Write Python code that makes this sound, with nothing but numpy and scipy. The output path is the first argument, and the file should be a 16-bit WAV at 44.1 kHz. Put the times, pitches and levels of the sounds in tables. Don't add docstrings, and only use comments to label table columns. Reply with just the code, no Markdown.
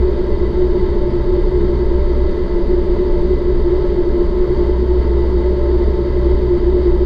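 import sys
import numpy as np
from scipy import signal
from scipy.fft import rfft, irfft
from scipy.io import wavfile
from scipy.ndimage import uniform_filter1d

SR = 44100
rng = np.random.default_rng(int(sys.argv[2]) if len(sys.argv) > 2 else 0)


def transcribe(signal):
    frames = np.atleast_2d(signal).T
    limited = np.clip(frames, -1, 1)
    pcm = np.round(limited * 32767).astype(np.int16)
    wavfile.write(sys.argv[1], SR, pcm)


N = 310905
TIME_S = np.arange(N) / SR
HZ = np.maximum(np.arange(N // 2 + 1) * SR / N, 1)


def from_db(db):
    return 10 ** (np.asarray(db) / 20)


def rms_one(x):
    return x / np.sqrt(np.mean(x ** 2) + 1e-20)


def in_time(rows):
    seconds, *columns = np.transpose(rows)
    return [np.interp(TIME_S, seconds, column) for column in columns]


def over_hz(points):
    hz, db = np.transpose(points)
    return np.interp(np.log(HZ), np.log(hz), db)


def coloured(gain):
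    white = rng.standard_normal(N)
    return rms_one(irfft(rfft(white) * gain, N))


def drift(rate_hz):
    return coloured((HZ > 1) / (1 + (HZ / rate_hz) ** 2))


def resonant_noise(modes, steady_s):
    power = 0
    for hz, width, db in modes:
        power = power + from_db(db) ** 2 / (1 + (2 * (HZ - hz) / width) ** 2) ** 2
    noise = coloured(np.sqrt(power))
    size = int(steady_s * SR)
    slow_power = uniform_filter1d(uniform_filter1d(noise ** 2, size), size)
    return rms_one(noise / np.sqrt(slow_power + 0.038))


def recorder_hiss():
    # frequency in Hz, relative level in dB per Hz.
    hiss_spectrum = [(5000, -20), (7500, 0), (12000, -4), (14200, -6), (14300, -12), (15300, -11)]
    level_db = -73 + 1.3 * drift(30.0)
    return from_db(level_db) * coloured(from_db(over_hz(hiss_spectrum)) * (HZ > 3000))


def pips():
    tone_hz, peak_db, width_ms = 8540, -65.5, 3.4
    first_s, period_s = .0255, .04
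    since = (TIME_S - first_s + period_s / 2) % period_s - period_s / 2
    bell = np.exp(-.5 * (2000 * since / width_ms) ** 2)
    return from_db(peak_db) * bell * np.sin(2 * np.pi * tone_hz * since)


def duct_rumble():
    # start in seconds, level in dB.
    rumble_level = [(0, -19), (.5, -18), (1.4, -17), (2.1, -17), (3, -16.5), (4.4, -17.5), (4.9, -22.5),
                    (5.5, -21), (6.4, -20), (7.05, -17.5)]
    # frequency in Hz, width in Hz, relative level in dB.
    rumble_modes = [(10.5, 5, -5.5), (24, 5.1, -5), (31.8, 6, -4), (18, 5, -10)]
    return from_db(in_time(rumble_level)[0]) * resonant_noise(rumble_modes, steady_s=0.3)


def fans():
    # start in seconds, blade rate in Hz, level in dB, random waver in dB.
    hum_curve = [(0, 63.4, -16.5, 2), (.4, 62.35, -24.5, 2.5), (.85, 61.5, -21, 3), (1.35, 63.43, -28, 6),
                 (1.6, 61.25, -20, 3), (2.1, 61.27, -17.5, 2.5), (2.5, 61.35, -24.5, 2),
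                 (3.35, 61.25, -19.5, 3), (3.85, 60.8, -25, 4), (4.1, 61.2, -21, 3), (4.35, 62.25, -24, 2),
                 (4.85, 62.44, -15.5, -0.5), (5.9, 62.6, -16, 1.5), (6.07, 62.55, -21, 2),
                 (6.3, 62.5, -13.5, -0.5), (6.52, 62.9, -20, 2), (7.05, 62.7, -17, 1)]
    # start in seconds, level in dB.
    upper_hum_curve = [(0.0, -47), (0.16, -34.5), (0.8, -39), (1.22, -30), (3.08, -41), (3.16, -31.5),
                       (4.4, -44), (4.5, -31), (5.4, -41), (6.52, -30), (6.99, -39), (7.05, -51)]
    upper_hum_hz, upper_hum_waver_db, third_db = 124.5, 2.5, -39.5

    blade_hz, hum_db, waver_db = in_time(hum_curve)
    phase = 2 * np.pi * np.cumsum(blade_hz) / SR + .12 * drift(2.0)
    hum_db = hum_db + waver_db * np.minimum(drift(8.2), 1)
    hum = from_db(hum_db) * np.sin(phase)

    upper_hum_tone = np.sin(2 * np.pi * upper_hum_hz * TIME_S + 0.67 * drift(1.5))
    upper_hum_db = in_time(upper_hum_curve)[0] + upper_hum_waver_db * np.minimum(drift(3.7), 1)
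    upper_hum = from_db(upper_hum_db) * upper_hum_tone

    third_tone = np.sin(3 * phase + rng.uniform(0, 2 * np.pi))
    third = from_db(third_db + 0.6 * drift(1.2)) * third_tone
    return np.sqrt(2) * (hum + upper_hum + third)


def roar():
    # frequency in Hz, relative level in dB per Hz.
    roar_spectrum = [(30, -17), (52, -1), (90, -16), (280, -19), (420, -9), (480, -22), (760, -33.5),
                     (950, -25.5), (1500, -40), (2200, -39), (2400, -49.5), (4900, -48), (5400, -62.5),
                     (8000, -76)]
    # frequency in Hz, width in Hz (narrowed below), change in dB.
    chamber_modes = [(75.3, 4.8, 5), (91, 6, -1), (100, 7.8, 3), (122, 12, 4.5), (146, 8, -2.5),
                     (188, 12, 7.5), (209, 14, 4), (242.4, 18, 6.5), (294, 7.9, 3.5), (296.6, 10, -7.5)]
    wall_modes = [(312.6, 10, 5.5), (313, 5, -4), (470, 6.4, -4.5), (720, 13, 2), (770, 30, -8.5),
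                  (2234, 70, -6), (3150, 200, 5), (337, 22, 6), (384, 9.1, -4.5), (397, 13, 5),
                  (433, 11, 3.5), (510, 32, 1.5), (511, 16, 2.5), (582.4, 25, 15), (637.5, 11, 8),
                  (683, 11, 5), (837, 6, -2), (885, 20, 8.5), (1139, 16, -11.5), (1213, 24, -8.5),
                  (1314, 54, 3), (1629, 62, 4.5), (2000, 38, 9), (3740, 210, 5.5), (4040, 150, -3),
                  (4520, 250, 5.5), (5820, 170, 4.5), (6160, 250, 5), (6700, 450, 6), (7350, 320, 4.5)]

    colour_db = over_hz(roar_spectrum)
    for hz, width, db in chamber_modes + wall_modes:
        colour_db = colour_db + db * np.exp(-.5 * ((HZ - hz) / (0.66 * width)) ** 2)
    edges = (HZ > 8) / (1 + (HZ / 9500) ** 8)
    level_db = -21 + .4 * drift(3.9)
    return from_db(level_db) * coloured(from_db(colour_db) * edges)


def panel_drone():
    # start in seconds, level in dB.
    drone_level = [(0, -17.5), (.37, -23), (.63, -15), (.87, -20), (1.2, -18.5), (1.85, -17.5),
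                   (2.12, -23.5), (2.6, -20.5), (2.85, -15.5), (3.12, -19.5), (3.4, -16.5), (4.3, -17.5),
                   (4.8, -19), (5.4, -18.5), (6.1, -20), (6.4, -17), (7.05, -14.5)]
    # frequency in Hz, width in Hz, relative level in dB.
    drone_modes = [(350.3, 15, 0.15), (365.2, 15, 1.46)]
    drone_band = [338, 380]
    drive = from_db(in_time(drone_level)[0]) * resonant_noise(drone_modes, steady_s=0.2)
    band_filter = signal.butter(2, drone_band, "band", fs=SR, output="sos")
    return signal.sosfiltfilt(band_filter, drive)


def scene():
    return (duct_rumble() + fans() + roar() + panel_drone())[None]


def record(dry):
    rounded = 1.402 * np.tanh(dry / 1.258)
    wet = rounded + recorder_hiss() + pips()
    cutoff_hz = 15300
    top_cut = signal.ellip(12, .5, 60, cutoff_hz, fs=SR, output="sos")
    return signal.sosfilt(top_cut, wet)


dry = scene()
out = record(dry)
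transcribe(out)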